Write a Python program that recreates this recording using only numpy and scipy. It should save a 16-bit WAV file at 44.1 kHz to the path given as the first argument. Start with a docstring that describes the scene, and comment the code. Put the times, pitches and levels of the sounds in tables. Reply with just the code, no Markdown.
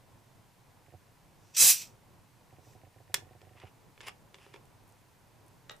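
"""A quiet room, a plastic bottle of sparkling water close to the camera's microphone.
Over low ventilation rumble the lens bumps faintly as it focuses, on and off for the first few seconds.
Gas seeps past the seal, then squeals and hisses out through the cap's thread. The safety ring snaps,
the cap knocks and scrapes off the neck, and a few bubbles prick in the bottle.
Last, the cap is put down on a wooden table, farther from the microphone, with more room on it."""
import sys
import numpy as np
from scipy import signal
from scipy.fft import rfft, irfft
from scipy.io import wavfile

SR = 44100
rng = np.random.default_rng(int(sys.argv[2]) if len(sys.argv) > 2 else 0)


def log_audio(samples):
    """Write samples as a 16-bit WAV file to the path given in sys.argv[1]."""
    # one column per channel
    frames = np.atleast_2d(samples).T
    # limit to full scale, then quantise
    limited = np.clip(frames, -1, 1)
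    pcm = np.round(limited * 32767).astype(np.int16)
    wavfile.write(sys.argv[1], SR, pcm)


N = 255780
TIME = np.arange(N) / SR
RING_TIME = TIME[:SR // 5]
BIN_HZ = np.fft.rfftfreq(N, 1 / SR)


def amp(db):
    """Decibels to gain."""
    return 10 ** (np.asarray(db) / 20)


def unit(x):
    """Scales to rms 1."""
    return x / np.sqrt(np.mean(x ** 2) + 1e-20)


def read(points, hz):
    """Reads a table on a log-frequency axis."""
    point_hz, value = np.transpose(points)
    return np.interp(np.log(hz + 1), np.log(point_hz + 1), value)


def add(mix, start_s, sound):
    """Mixes a sound in at start_s."""
    part = mix[..., round(start_s * SR):][..., :sound.shape[-1]]
    part += sound[..., :part.shape[-1]]


def lowpass(hz):
    """Second-order low-pass sections."""
    return signal.butter(2, hz, fs=SR, output="sos")


def colour(x, spectrum, size=2048):
    """Causal filter with the given spectrum; white noise keeps its power."""
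    log_gain = np.log(unit(amp(read(spectrum, abs(np.fft.fftfreq(size, 1 / SR))))))
    taps = np.fft.ifft(np.exp(np.conj(signal.hilbert(log_gain)))).real
    return signal.fftconvolve(x, taps[None], axes=1)[:, :x.shape[1]]


def noise(gain, likeness, balance):
    """Stereo noise of rms 1 from a gain per bin and tables of left-right likeness and balance."""
    left, independent = rfft(rng.standard_normal((2, N)))
    shared = np.clip(read(likeness, BIN_HZ), -1, 1)
    right = shared * left + np.sqrt(1 - shared ** 2) * independent
    lean = amp(read(balance, BIN_HZ) / 2)
    return unit(irfft(gain * np.array([left * lean, right / lean]), N))


def dying(t60):
    """Envelope that falls 60 dB in t60 seconds."""
    return np.exp(-np.log(1000) * RING_TIME / t60)


def ring(modes):
    """Dying sines of a struck body; neighbouring modes start in opposite directions."""
    return sum((-1) ** k * amp(db) * dying(t60) * np.sin(2 * np.pi * hz * RING_TIME)
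               for k, (hz, db, t60) in enumerate(modes))


def flutter(hz):
    """Smooth random motion of rms 1, up to about the given rate."""
    return unit(signal.sosfilt(lowpass(hz), rng.standard_normal(N)))


def blend(a, b, share):
    """Equal-power mix from a to b."""
    share = np.clip(share, 0, 1)
    return np.sqrt(1 - share) * a + np.sqrt(share) * b


def ramp(start_s, length_s):
    """Rises from 0 to 1 over the given time."""
    return np.clip((TIME - start_s) / length_s, 0, 1)


# Room tone at the microphone: frequency_hz, density_db
TONE_SPECTRUM = [(15, -16.5), (35, -9.5), (75, -10), (98, -1), (125, 0), (220, -11.5), (600, -15),
                 (980, -13.5), (1200, -20), (2400, -24), (3300, -27.5), (9000, -31), (15000, -34)]
# Its stereo image: frequency_hz, left_right_correlation
TONE_LIKENESS = [(60, 1), (150, 0.43), (380, 0.58), (950, 0.61), (2380, 0.6), (5980, 0.72), (15000, 0.85)]
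# Its balance: frequency_hz, left_minus_right_db
TONE_BALANCE = [(60, -1), (240, -0.5), (950, -1.0), (3770, -0.5), (15000, 0.0)]


def room_tone(level_db=-61, waver_db=1.7, rumble_hz=1200):
    """Low, gently wavering ventilation rumble under a thin even hiss."""
    air = noise(amp(read(TONE_SPECTRUM, BIN_HZ)), TONE_LIKENESS, TONE_BALANCE)
    rumble = signal.sosfiltfilt(lowpass(rumble_hz), air)
    waver = amp(waver_db * flutter(3.5))
    return amp(level_db) * (air + rumble * (waver - 1))


# Modes of the camera body: pitch_hz, level_db, t60_s
CAMERA_MODES = [(85, 2, 0.11), (123, -0.5, 0.051), (314, -4.5, 0.046), (515, 1.5, 0.013), (749, -4, 0.048)]
# Modes of the focus drive: pitch_hz, level_db, t60_s
DRIVE_MODES = [(1820, 3, 0.039), (2490, 14.5, 0.0029), (3020, -6, 0.018)]
# Runs of the focusing lens: start_s, length_s, clock_beats_per_step, level_db
FOCUS_RUNS = [(0.882, .06, 1, -55), (0.938, .02, 1, -48), (2.526, .02, 1, -51), (2.584, .29, 2, -52),
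              (2.868, .02, 1, -54.5), (2.961, .06, 1, -52), (3.097, .15, 1, -52), (3.267, .11, 1, -53),
              (3.427, .15, 1, -53.5), (3.635, .02, 1, -44)]


def lens(clock_hz=24, tick_lead_s=.018, tick_db=-67.5, travel_s=0.00796, stop_db=-2, pan_db=-6.0):
    """At each step the drive ticks, then the lens bumps the camera body on starting and on stopping."""
    out, body, tick = np.zeros(N), ring(CAMERA_MODES), ring(DRIVE_MODES)
    for start_s, length_s, beats, db in FOCUS_RUNS:
        for step_s in np.arange(start_s, start_s + length_s, round(beats) / clock_hz):
            bump = amp(db + 0.8 * rng.standard_normal()) * body
            add(out, step_s - tick_lead_s, amp(tick_db) * tick)
            add(out, step_s, bump)
            add(out, step_s + travel_s * rng.uniform(0.896, 1.067), amp(stop_db) * bump)
    low_cut = signal.butter(2, 65, "highpass", fs=SR, output="sos")
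    return signal.sosfilt(low_cut, out) * amp([[pan_db / 2], [-pan_db / 2]])


# Gas seeping past the seal: full_flow_s, hold_s, rise_s (per 20 dB), level_db
LEAKS = [(1.47, 0.049, .2, -68), (1.55, 0.27, 0.0094, -40.5), (2.659, 0.075, 0.095, -67.5)]


def outflow(burst_s=1.566, burst_db=-15.5, jump_s=0.0038, widen_s=.042, widen_db=12, spent_s=1.708,
            sag_db_per_s=35, collapse_db_per_s=309, squeal_s=.068, squeal_fade_s=.016, jet_fade_s=0.13):
    """The seal leaks, then lets go: the flow jumps, swells as the gap widens, sags and collapses."""
    leak = 0
    for full_s, hold_s, rise_s, db in LEAKS:
        rise_db = -20 * np.maximum(full_s - TIME, 0) / rise_s
        leak += amp(db + rise_db - collapse_db_per_s * np.maximum(TIME - full_s - hold_s, 0))
    age = np.maximum(TIME - burst_s, 0)
    swell_db = -20 * np.maximum(burst_s - TIME, 0) / jump_s - widen_db * (1 - ramp(burst_s, widen_s))
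    sag_db = sag_db_per_s * np.maximum(age - widen_s, 0)
    collapse_db = collapse_db_per_s * np.maximum(TIME - spent_s, 0)
    burst = amp(burst_db + swell_db - sag_db - collapse_db)
    flow = np.hypot(leak, burst) + amp(-140)
    burst_share = (burst / flow) ** 2
    jet_fade = np.exp(-(np.maximum(age - squeal_s, 0) / jet_fade_s) ** 2)
    jet_share = (flow / amp(burst_db)) ** .7 * jet_fade
    # dull behind the closed seal; the burst brightens as the gas runs out
    brightening_db = -4.5 + 70.5 * np.minimum(age, spent_s - burst_s)
    treble_db = -9 * (TIME < burst_s) + burst_share * brightening_db
    # the thread squeals most while the gap is narrow
    narrowness = 0.85 - 0.65 * ramp(burst_s + squeal_s - squeal_fade_s, squeal_fade_s)
    squeal_share = burst_share * ramp(burst_s - jump_s, squeal_fade_s) * narrowness
    return flow, jet_share, treble_db, squeal_share


# Seeping gas: frequency_hz, density_db
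LEAK_SPECTRUM = [(300, -34.5), (1200, -19.5), (2500, -6.5), (3500, -4.5), (5500, 0), (8000, -3.5),
                 (10500, -9.5), (13000, -7), (15000, -6)]
# Resonances of the air under the cap: pitch_hz, width_hz, level_db
CAVITY_MODES = [(2550, 140, 9.5), (5860, 242, 7), (7800, 400, 2)]
# Resonances of the narrow thread passage: pitch_hz, level_db
THREAD_MODES = [(1350, -19.5), (1780, -18.5), (2080, -13.5), (2350, -14.5), (2610, -8.5), (3240, -9.5),
                (3970, -4.5), (4630, -9.5), (5100, 0), (5870, 0), (6440, 1), (7100, -5), (7500, -5.5),
                (7800, 1), (8280, -2), (8900, -4.5), (9350, -0.5), (10100, -5), (10500, -3.5), (11200, -7),
                (12150, -6), (12780, -9), (13650, -5.5), (14300, -6.5)]
# The wide-open jet: frequency_hz, density_db
JET_SPECTRUM = [(120, -52.5), (200, -23.5), (338, -26.5), (540, -19), (912, -18.5), (1170, -15),
                (1380, -26), (1540, -16.5), (2290, -20), (2550, -15.5), (2850, -20), (3010, -12.5),
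                (5170, -7), (7550, -2), (15000, -9.5)]
# Stereo image of the gas: frequency_hz, left_right_correlation
GAS_LIKENESS = [(100, .1), (600, 0.1487), (2200, 1), (5800, 0.93), (6800, 0.86), (7600, .82), (9200, .35),
                (12500, .25), (14500, 0.92)]
# Its balance: frequency_hz, left_minus_right_db
GAS_BALANCE = [(400, -4.5), (2000, -0.5), (5800, -0.4), (6500, -4.5), (7600, -2), (9500, -1), (12500, -4),
               (14500, 2)]


def gas(sputter_db=0.7, treble_hz=8500, puff_s=1.636, puff_width_s=.03, puff_db=-26):
    """Close up, a leak sings in the cap, squeals through the thread and opens into a broad jet."""
    flow, jet_share, treble_db, squeal_share = outflow()
    cavity = np.sqrt(1 + sum(amp(db) ** 2 / (1 + (2 * (BIN_HZ - hz) / width_hz) ** 2)
                             for hz, width_hz, db in CAVITY_MODES))
    # steep resonances with dark valleys between them; the high ones are wider
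    thread = sum(amp(db) / (1 + ((BIN_HZ - hz) / (80 + .012 * hz)) ** 2) ** 2 for hz, db in THREAD_MODES)
    leak = noise(amp(read(LEAK_SPECTRUM, BIN_HZ)) * cavity, GAS_LIKENESS, GAS_BALANCE)
    jet = noise(amp(read(JET_SPECTRUM, BIN_HZ)), GAS_LIKENESS, GAS_BALANCE)
    squeal = noise(thread, GAS_LIKENESS, GAS_BALANCE)
    hiss = blend(blend(leak, jet, jet_share), squeal, squeal_share)
    treble = irfft(rfft(hiss) / (1 + (treble_hz / (BIN_HZ + 1)) ** 6), N)
    hiss = (hiss + (amp(treble_db) - 1) * treble) * amp(sputter_db * flutter(350))
    # the strongest outflow blows a low puff of wind across the microphone
    wind = noise(1 / np.hypot(1, BIN_HZ / 300), GAS_LIKENESS, GAS_BALANCE)
    puff = wind * amp(puff_db) * np.exp(-((TIME - puff_s) / puff_width_s) ** 2)
    return (hiss + puff) * flow


# Slipping plastic: frequency_hz, density_db
CRUNCH_SPECTRUM = [(100, -3.5), (450, -14.5), (1000, -11.5), (1450, -2.5), (2200, 7), (3300, 2.5),
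                   (4300, -1.5), (7900, 3.5), (11800, -11.5), (14500, 0)]


def contact(body, top_hz, slip_t60_s, slip_db, spread):
    """The struck body rings and the plastic crunches briefly; a soft contact loses its treble."""
    middle, side = rng.standard_normal((2, len(RING_TIME)))
    slip = colour((middle + spread * np.array([side, -side])) * dying(slip_t60_s), CRUNCH_SPECTRUM)
    return signal.sosfilt(lowpass(min(top_hz, SR / 2 - 1000)), body + amp(slip_db) * slip)


# Modes of the cap: pitch_hz, level_db, t60_s
CAP_MODES = [(950, -3, 0.024), (1755, 0, 0.033), (2210, -6, 0.023), (2390, 3.5, 0.016), (2660, -12, 0.026),
             (3430, 10.5, 0.01), (5160, -2, 0.033), (5310, -8, 0.0085), (6140, -26, 0.012),
             (6400, -28, .01), (8150, -20, 0.0087), (7500, -34, 0.0074), (9900, 1, 0.0074),
             (10960, -4, 0.012), (14210, -4, .009), (14760, 4, 0.011)]
# The bottle's hollow knock: pitch_hz, level_db, t60_s
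BOTTLE_MODES = [(391, 0.5, 0.067), (543, -5.5, 0.07), (925, 2, 0.015), (1430, -11.5, 0.027)]
# Snaps and taps at the neck: start_s, level_db, top_hz, relative_knock_db
CAP_HITS = [(3.1426, -16, 17900, -28), (3.416, -51, 5920, -5), (3.6, -48, 4510, -16),
            (3.638, -53, 1800, -3.5), (3.977, -48.5, 2990, -12), (4.0058, -39.5, 4000, -13.5),
            (4.0122, -45, 9000, -13), (4.031, -48, 3500, -15), (4.07, -41.5, 14000, -13),
            (4.082, -40, 15000, -25), (4.3438, -41.5, 5000, -12.5), (4.353, -53, 7000, -9),
            (4.385, -53, 4450, -6), (4.464, -51, 3500, -2), (4.539, -42, 3400, -26),
            (4.542, -42.5, 3200, -5), (4.5611, -47, 3200, -3.5)]


def cap_hits(ring_db=-13):
    """Near the microphone the safety ring snaps and the cap knocks against the neck."""
    out, cap, knock = np.zeros((2, N)), amp(ring_db) * ring(CAP_MODES), ring(BOTTLE_MODES)
    for start_s, db, top_hz, knock_db in CAP_HITS:
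        snap = contact(cap, top_hz, slip_t60_s=0.025, slip_db=-1.0, spread=0.42)
        add(out, start_s, amp(db) * (snap + amp(knock_db) * knock))
    return out


# Plastic rubbing on plastic: frequency_hz, density_db
SCRAPE_SPECTRUM = [(300, -9.5), (1050, 3.5), (1500, -3), (1900, 1.5), (2750, 5.5), (4100, -6.5), (5100, 1),
                   (6200, -6), (7800, -6), (9000, -11), (10000, 1.5), (11500, -40), (14500, -23)]
# Scrapes along the thread: peak_s, length_s, level_db, top_hz
SCRAPES = [(3.577, .035, -56.5, 3730), (3.625, 0.038, -53, 3640), (3.67, 0.041, -58.5, 3900),
           (4.039, 0.049, -51.5, 5500), (4.083, 0.032, -40.5, 6050), (4.44, 0.12, -59.5, 6000),
           (4.552, 0.056, -58, 5030)]


def cap_scrapes(grains_per_s=7000, grain_db=3.0, spread=0.084, dull_hz=3500, fade_ratio=0.85):
    """The turning cap moves in tiny slips; each scrape swells, then dies a little faster."""
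    grain_size = amp(grain_db * np.minimum(rng.exponential(1, N), 4))
    slipping = rng.random(N) < grains_per_s / SR
    middle, side = grain_size * slipping * rng.standard_normal((2, N))
    grains = unit(colour(middle + spread * np.array([side, -side]), SCRAPE_SPECTRUM))
    dull = signal.sosfiltfilt(lowpass(dull_hz), grains)
    out = np.zeros((2, N))
    for peak_s, length_s, db, top_hz in SCRAPES:
        width_s = length_s / 2 * np.where(TIME < peak_s, 1, fade_ratio)
        pressure = np.exp(-((TIME - peak_s) / width_s) ** 2)
        brightness = np.clip(1 - dull_hz / top_hz, 0, 1)
        out += amp(db) * pressure * (dull + brightness * (grains - dull))
    return out


# The larger bubbles in the open bottle: start_s, level_db, pitch_hz
BUBBLES = [(4.654, -52.5, 8500), (4.878, -54, 12700), (4.891, -54.5, 11070), (4.9, -57, 7980),
           (4.9235, -54, 7510), (5.464, -55, 9370), (5.4815, -50.5, 9060), (5.716, -47, 14500),
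           (5.7645, -50, 8000)]


def bubbles(t60_s=0.016, band_ratio=1.18, fizz_count=7, fizz_start_s=4.6, fizz_db=-62.5, fizz_hz=9516):
    """Each bubble bursts with a short high prick; the small ones fizz at random once the cap is off."""
    out = np.zeros((2, N))
    fizz = [(fizz_start_s + when * (TIME[-1] - fizz_start_s), fizz_db, fizz_hz * 2 ** (pitch - .5))
            for when, pitch in rng.random((fizz_count, 2))]
    for start_s, db, hz in BUBBLES + fizz:
        burst = rng.standard_normal(len(RING_TIME)) * dying(t60_s)
        band_hz = [hz / band_ratio, min(hz * band_ratio, SR / 2 - 500)]
        film = signal.butter(1, band_hz, "bandpass", fs=SR, output="sos")
        add(out, start_s, amp(db) * signal.sosfilt(film, burst))
    return out


# Modes of the wooden table: pitch_hz, level_db, t60_s
WOOD_MODES = [(423, -13, 0.032), (590, -11.5, 0.028), (835, -10.5, 0.064), (1294, -2, 0.016),
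              (1930, -1.5, 0.032), (2840, -10.5, 0.02), (3730, 0, 0.028), (4250, -1, 0.011),
              (5700, 1.5, 0.0072)]
# The cap landing on it: start_s, level_db, top_hz, slip_t60_s
TABLE_TAPS = [(5.695, -38.5, 5000, 0.014), (5.6968, -33, 5340, 0.0059), (5.7005, -58, 4200, 0.019),
              (5.7093, -35, 1690, 0.0089), (5.7126, -54, 1505, 0.033), (5.7435, -40, 1000, 0.026)]


def cap_on_table(ring_db=-6):
    """The cap's rim ticks on the wood, then the cap drops flat with a duller tap."""
    out, wood = np.zeros((2, N)), amp(ring_db) * ring(WOOD_MODES)
    for start_s, db, top_hz, slip_t60_s in TABLE_TAPS:
        add(out, start_s, amp(db) * contact(wood, top_hz, slip_t60_s, slip_db=-0.5, spread=0.23))
    return out


# Decay of the small room: frequency_hz, t60_s
ROOM_DECAY = [(200, 0.53), (1000, 0.21), (3000, 0.16), (8000, 0.15), (15000, .16)]


def room(x, first_s=0.0083, dull_hz=9500, wall_s=.017, wall_db=-13):
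    """One wall echo and dense reflections come back to the microphone; the treble dies first."""
    hz, t, spectra = signal.stft(rng.standard_normal((2, SR // 2)), SR, nperseg=256)
    decay = np.exp(-np.log(1000) * t / read(ROOM_DECAY, hz)[:, None])
    spectra = spectra * decay / np.hypot(1, (hz / dull_hz) ** 2)[:, None]
    tail = signal.istft(spectra, SR, nperseg=256)[1]
    tail *= TIME[:tail.shape[1]] > first_s
    tail /= np.linalg.norm(tail[0])
    add(tail, wall_s, amp([wall_db]))
    return signal.fftconvolve(x, tail, axes=1)[:, :N]


def scene(hiss_room_db=-22, bottle_room_db=-14, table_room_db=-6, bottle_pan_db=-1):
    """The bottle is near the microphone; the table is farther off and so sounds wetter."""
    hiss, table = gas(), cap_on_table()
    bottle = (cap_hits() + cap_scrapes() + bubbles()) * amp([[bottle_pan_db / 2], [-bottle_pan_db / 2]])
    send = amp(hiss_room_db) * hiss + amp(bottle_room_db) * bottle + amp(table_room_db) * table
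    return hiss + bottle + table + room(send) + lens() + room_tone()


def record(dry):
    """The recorder's band limit, at 15120 Hz."""
    band_limit = signal.firwin(401, 15120, window=("kaiser", 9), fs=SR)
    return signal.oaconvolve(dry, band_limit[None], "same")


dry = scene()
out = record(dry)
log_audio(out)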